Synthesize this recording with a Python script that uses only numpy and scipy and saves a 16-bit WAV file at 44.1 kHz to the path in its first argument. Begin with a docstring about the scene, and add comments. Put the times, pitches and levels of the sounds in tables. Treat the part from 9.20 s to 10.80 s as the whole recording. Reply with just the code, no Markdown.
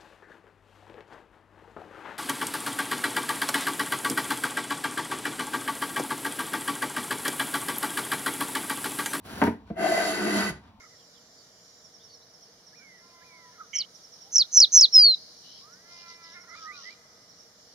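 """A block plane trims the rim of a wooden drum shell in a small, quiet workshop.
It slides back, knocks on the rim, is seated with a soft bump and is pushed through one long cut.
Snapping fibres, a dense train of impulses, hiss and force the modes of shell and plane into vibration.
The blade chatters early on, and the shell drones lower as the plane travels round."""
import sys
import numpy as np
from scipy import signal
from scipy.fft import rfft, irfft
from scipy.io import wavfile
from scipy.ndimage import uniform_filter1d

SR = 44100
rng = np.random.default_rng(int(sys.argv[2]) if len(sys.argv) > 2 else 0)


def transcribe(u):
    """Save the signal u as a 16-bit wav file named by the first command-line argument.

    u: samples, shape (n,) or (channels, n), limited to [-1, 1]; the rate is SR.
    q: integer samples, one column per channel.
    """
    v = np.clip(np.atleast_2d(u).T, -1, 1)
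    q = np.round(v * 32767).astype(np.int16)
    wavfile.write(sys.argv[1], SR, q)


N = 70560
TIME = np.arange(N) / SR
FREQS = np.maximum(np.arange(N // 2 + 1) * SR / N, 1)


def from_db(db):
    """Amplitude ratio: tenfold for every 20 dB."""
    return 10 ** (np.asarray(db) / 20)


def rms_one(x):
    """Normalisation to unit mean power."""
    return x / np.sqrt(np.mean(x ** 2) + 1e-20)


def at_hz(points):
    """Interpolation of a curve over log frequency."""
    hz, value = np.transpose(points)
    return np.interp(np.log(FREQS), np.log(hz), value)


def colour(x, spectrum):
    """Zero-phase filtering by a spectral envelope, at unit power."""
    return rms_one(irfft(rfft(x) * from_db(at_hz(spectrum)), N))


def butterworth(x, hz, kind="low", order=2):
    """Filtering with a maximally flat passband."""
    return signal.sosfilt(signal.butter(order, hz, kind, fs=SR, output="sos"), x + 1e-18)


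def widen(pair):
    """Partial coherence: two independent signals mix into a stereo pair, most alike in the bass."""
    # Each row: frequency in Hz, left-right coherence.
    coherence = [(100, .97), (350, .94), (700, .8), (1500, .5), (4000, .45), (8000, .85), (14000, .85)]
    alike = at_hz(coherence)
    mid, side = rfft(pair) * np.sqrt([(1 + alike) / 2, (1 - alike) / 2])
    return irfft([mid + side, mid - side], N)


def noise():
    """White Gaussian noise, partly coherent between left and right."""
    return widen(rng.standard_normal((2, N)))


def snaps(clump_db=1.5, per_second=9000, spread_db=2.5):
    """Shot noise: wood fibres break as random impulses of uneven size, in clumps."""
    clumps = from_db(clump_db * rms_one(butterworth(rng.standard_normal(N), hz=150)))
    breaks = rng.random((2, N)) < per_second / SR
    sizes = from_db(spread_db * np.minimum(rng.exponential(1, (2, N)), 5))
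    return widen(breaks * sizes * rng.choice([-1, 1], (2, N)) * clumps)


def slides(attack_s=.0098, release_s=.026):
    """Sliding friction: the sole rubs lightly on the rim, taking no shaving."""
    # Each row: start and end in seconds, level in dB, swell in dB per second, low-pass cutoff in Hz.
    strokes = [(.055, 0.264, -44.5, 39, 18700), (0.476, 0.498, -56.5, 5, 6000),
               (1.295, 1.38, -53, -26, 6160), (1.44, 1.483, -57.5, 5, 5300)]
    # Each row: frequency in Hz, relative spectral level in dB.
    friction_spectrum = [(70, -2), (240, 1), (430, -5), (540, -11), (700, -2.5), (1050, -9.5), (1550, -5.5),
                         (2000, -14), (4500, -16), (7500, -23.5), (10500, -20.5), (15500, -27)]
    friction = colour(snaps(clump_db=.5), friction_spectrum)
    out = 0
    for start, end, db, swell, cutoff_hz in strokes:
        edges = np.exp(-np.maximum(start - TIME, 0) / attack_s - np.maximum(TIME - end, 0) / release_s)
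        level = from_db(db + swell * (np.clip(TIME, start, end) - start))
        out += edges * level * butterworth(friction, cutoff_hz)
    return out


def knocks(crack_t60_s=.077):
    """Impact excitation: the shell's modes decay freely, and a softer contact rings duller."""
    # Each row: time in seconds, strength in dB, contact cutoff in Hz, relative crack level in dB,
    # pitch factor for that spot and grip.
    impacts = [(.217, -21, 2400, 0, 1), (.2235, -25, 900, -6, 1), (.2385, -24, 600, -9, 1),
               (.2668, -38, 2400, 6, 1.06), (.2725, -23, 800, -14, 1.06), (.502, -32, 750, -16, .77),
               (1.151, -33, 350, -20, .9), (1.297, -30, 170, -18, .72)]
    # Each row: frequency in Hz before the pitch factor, relative level in dB, T60 in seconds.
    shell_modes = [(83.8, -14, 0.32), (124.7, -10.5, 0.13), (175, -9, 0.16), (216.7, 4, 0.12),
                   (279.8, 5, 0.086), (363, -4.5, 0.074), (416, -2.5, .17), (451, -2, 0.046),
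                   (612, -0.5, 0.058), (669, -7, 0.052), (730, 1, 0.023), (891.4, 1, 0.091),
                   (931.4, -4.5, .12), (1330, -22, 0.034), (1480, -15, 0.049), (2074, -14, 0.14),
                   (2330, -23, .07)]
    crack_noise = rms_one(butterworth(noise(), [556, 2060], "band", order=3))
    out = np.zeros((2, N))
    for time_s, db, cutoff_hz, crack_db, pitch in impacts:
        start = int(time_s * SR)
        age = TIME[:min(N - start, SR // 2)]
        span = slice(start, start + len(age))
        ring = sum((-1) ** k * from_db(mode_db - 60 * age / t60) * np.sin(2 * np.pi * hz * pitch * age)
                   for k, (hz, mode_db, t60) in enumerate(shell_modes))
        crack = from_db(crack_db - 60 * age / crack_t60_s) * crack_noise[:, span]
        out[:, span] += from_db(db) * (butterworth(ring, cutoff_hz) + crack)
    return out


def edge_tick(start_s=.239, db=-30, t60_s=.008):
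    """A brief contact has a broad spectrum: the steel edge ticks against the wood."""
    return from_db(db - 60 * np.abs(TIME - start_s) / t60_s) * (TIME > start_s) * noise()


def band_limit(x, modes):
    """Band-pass filtering steepens the skirts of a group of modes, at unit power."""
    return rms_one(butterworth(x, [modes[0][0] * .8, modes[-1][0] * 1.2], "band"))


def resonate(x, modes):
    """Modal superposition: damped resonators in parallel, alternating in sign."""
    out = 0
    for k, (hz, width_hz, db) in enumerate(modes):
        radius = np.exp(-np.pi * width_hz / SR)
        feedback = [1, -2 * radius * np.cos(2 * np.pi * hz / SR), radius ** 2]
        out += (-1) ** k * from_db(db) * (1 - radius ** 2) * signal.lfilter([1, 0, -1], feedback, x)
    return band_limit(out, modes)


def driven_shell(modes, centre_s, window_samples=1300, sag_per_s=.04):
    """Forced vibration: snaps drive shell modes, whose pitch sags as the plane travels."""
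    slowing_time = np.cumsum(1 - sag_per_s * (TIME - centre_s)) / SR
    ring = np.array([np.interp(slowing_time, TIME, side, period=N / SR)
                     for side in resonate(snaps(), modes)])
    # Dividing by the running rms evens out chance swings of level.
    power = uniform_filter1d(np.mean(ring ** 2, axis=0), window_samples)
    return band_limit(ring / np.sqrt(power + 1e-9), modes)


def fibre_hiss(reflections_t60_s=.03):
    """Interference: a short, dense cluster of early reflections finely colours the hiss of snaps."""
    # Each row: frequency in Hz, relative spectral level in dB.
    hiss_spectrum = [(1200, -28), (2400, -7), (3100, 1), (3800, 3), (5700, -1.5), (7200, -1.5), (8600, -10),
                     (10200, 3), (11800, -10), (13000, -5.5), (15500, -24)]
    # Snaps also ring the plane's modes. Each row: frequency in Hz, bandwidth in Hz, relative level in dB.
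    plane_modes = [(4485, 22, -1), (4698, 180, -5), (6475, 66, -10), (7120, 146, -9)]
    ring = from_db([[.75], [.25]]) * resonate(snaps(), plane_modes)  # left, right
    age = TIME[:SR // 10]
    early_reflections = rng.standard_normal(len(age)) * from_db(-60 * age / reflections_t60_s)
    hiss = signal.fftconvolve(snaps(clump_db=0), early_reflections[None], axes=1)[:, :N]
    return ring + from_db(2) * colour(hiss, hiss_spectrum)


def cut(fade_db_per_s=406):
    """Broadband excitation: fibres snapping under the blade hiss, rasp and keep the shell droning."""
    # Each row: time in seconds, then relative levels in dB of the hiss and of the shell's upper,
    # middle, low and deepest modes.
    envelopes = [(0.554, -87, -61, -58, -57, -60), (0.573, -63.5, -46, -33.5, -48, -60),
                 (0.599, -52, -36.5, -32, -34, -41), (0.638, -44.5, -32.5, -29, -33, -43),
                 (0.721, -41, -33.5, -27, -32.5, -47), (0.789, -40.5, -29.5, -31.5, -41.5, -48),
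                 (0.886, -38.5, -34.5, -28.5, -35, -46.5), (0.961, -43, -33.5, -47, -35.5, -48),
                 (1.01, -43.5, -33.5, -37, -33, -37.5), (1.08, -41.5, -33, -32, -30, -35),
                 (1.125, -41, -33, -44, -30, -38.7), (1.167, -37, -31, -31, -32, -28.5),
                 (1.227, -40.5, -30.5, -39.5, -40, -39), (1.298, -43.4, -35, -45.5, -37.5, -41),
                 (1.333, -66, -64, -60.0, -67, -58)]
    # The shell's modes in three groups. Each row: frequency in Hz, bandwidth in Hz, relative level in dB.
    upper_modes = [(1191, 76, -6.5), (1528, 57, 1.5), (1670, 55, -9), (1690, 126, -9), (1988, 45, 2),
                   (2042, 53, -1), (2693, 58, -8), (3143, 56, -10.5)]
    middle_modes = [(638.2, 36, -0.5), (670, 48.3, -0.5), (715.6, 18.3, -3), (850, 18, -23.5)]
    low_modes = [(298.9, 16, -0.5), (338, 14.5, 2.5), (372.9, 13, -0.5), (408.8, 17.5, -2.5), (431, 75, -7)]
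    # The wood's broad rasp. Each row: frequency in Hz, relative spectral level in dB.
    rasp_spectrum = [(60, -16), (150, -4.5), (300, -4.5), (450, 6), (540, -3.5), (800, 2), (1030, 1),
                     (1250, -4), (1800, -1), (2400, -6), (4000, -27)]
    times, *levels = np.transpose(envelopes)
    centre_s = times.mean()
    fade_db = fade_db_per_s * np.abs(TIME - np.clip(TIME, times[0], times[-1]))  # outside the stroke
    hiss, upper, middle, low, deep = [from_db(np.interp(TIME, times, db) - fade_db) for db in levels]
    middle_ring = driven_shell(middle_modes, centre_s, window_samples=500)
    whine = from_db(-24.5) * driven_shell([(2680, 50, 0)], centre_s, window_samples=500)
    shell = np.hypot(from_db(-1) * middle, chatter()) * (middle_ring + whine)  # drives add in power
    shell += from_db(-1) * upper * driven_shell(upper_modes, centre_s)
    shell += from_db(-.5) * low * driven_shell(low_modes, centre_s)
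    shell += from_db(1) * deep * driven_shell([(204, 31, 0)], centre_s)
    rasp = from_db(-3.5) * upper * colour(snaps(), rasp_spectrum)
    return shell + hiss * fibre_hiss() + rasp


def chatter(rise_s=.004, width_s=.0055):
    """Amplitude modulation: each catch of the juddering blade adds a Gaussian pulse of drive."""
    # Each row: time in seconds, relative peak level in dB.
    catches = [(0.618, -22.5), (0.641, -16.5), (0.661, -13.5), (0.689, -48), (0.721, -14.5), (0.746, -16),
               (0.775, -17.5), (0.803, -18)]
    return sum(from_db(db - 4.5) * np.exp(-((TIME - time_s - rise_s) / width_s) ** 2)
               for time_s, db in catches)


def reverberation(x, t60_s=.26, first_echo_s=.0039, db=-6):
    """Diffuse field: the dense, dull reflections of a small cluttered room decay exponentially."""
    tail = butterworth(noise(), hz=5270, order=1) * from_db(-60 * TIME / t60_s) * (TIME > first_echo_s)
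    tail *= np.sqrt(2 * np.log(1000) / (t60_s * SR))  # normalises the energy of the decay
    return from_db(db) * signal.fftconvolve(x, tail, axes=1)[:, :N]


def room_tone(db=-55):
    """Stationary noise: the workshop's faint, low background."""
    # Each row: frequency in Hz, relative spectral level in dB.
    spectrum = [(25, -2), (55, 6.5), (100, 9.5), (140, -9), (210, 9), (400, -17.5), (950, -2),
                (1500, -20.5), (4000, -22), (9000, -40), (15000, -39)]
    return from_db(db) * colour(noise(), spectrum)


def scene():
    """Superposition of direct sound, reflections and room tone."""
    direct = slides() + knocks() + edge_tick() + cut()
    return direct + reverberation(direct) + room_tone()


def record(dry, treble_hz=7640, left_lag_s=.00021):
    """Level and phase differences between two microphone ports give a band-limited stereo image."""
    # Each row: frequency in Hz, left minus right level in dB.
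    balance = [(100, -1.5), (250, -0.5), (650, 2.5), (1500, 2.5), (2600, 1), (5000, -3.5), (8000, -0.5)]
    # Each row: frequency in Hz, phase lead of the left port in radians.
    port_lead = [(100, 0), (700, 0.7), (1900, 0.5), (2600, 1.66), (5000, 2.5), (6400, -2)]
    lead = at_hz(port_lead) - 2 * np.pi * left_lag_s * np.maximum(FREQS - treble_hz, 0)
    sides = np.array([[.5], [-.5]])
    response = from_db(sides * at_hz(balance)) * np.exp(1j * sides * lead)
    heard = butterworth(irfft(rfft(dry) * response, N), hz=48, kind="high", order=3)
    treble_cut = signal.ellip(12, .1, 80, 15800, fs=SR, output="sos")
    return signal.sosfilt(treble_cut, heard)


dry = scene()
out = record(dry)
transcribe(out)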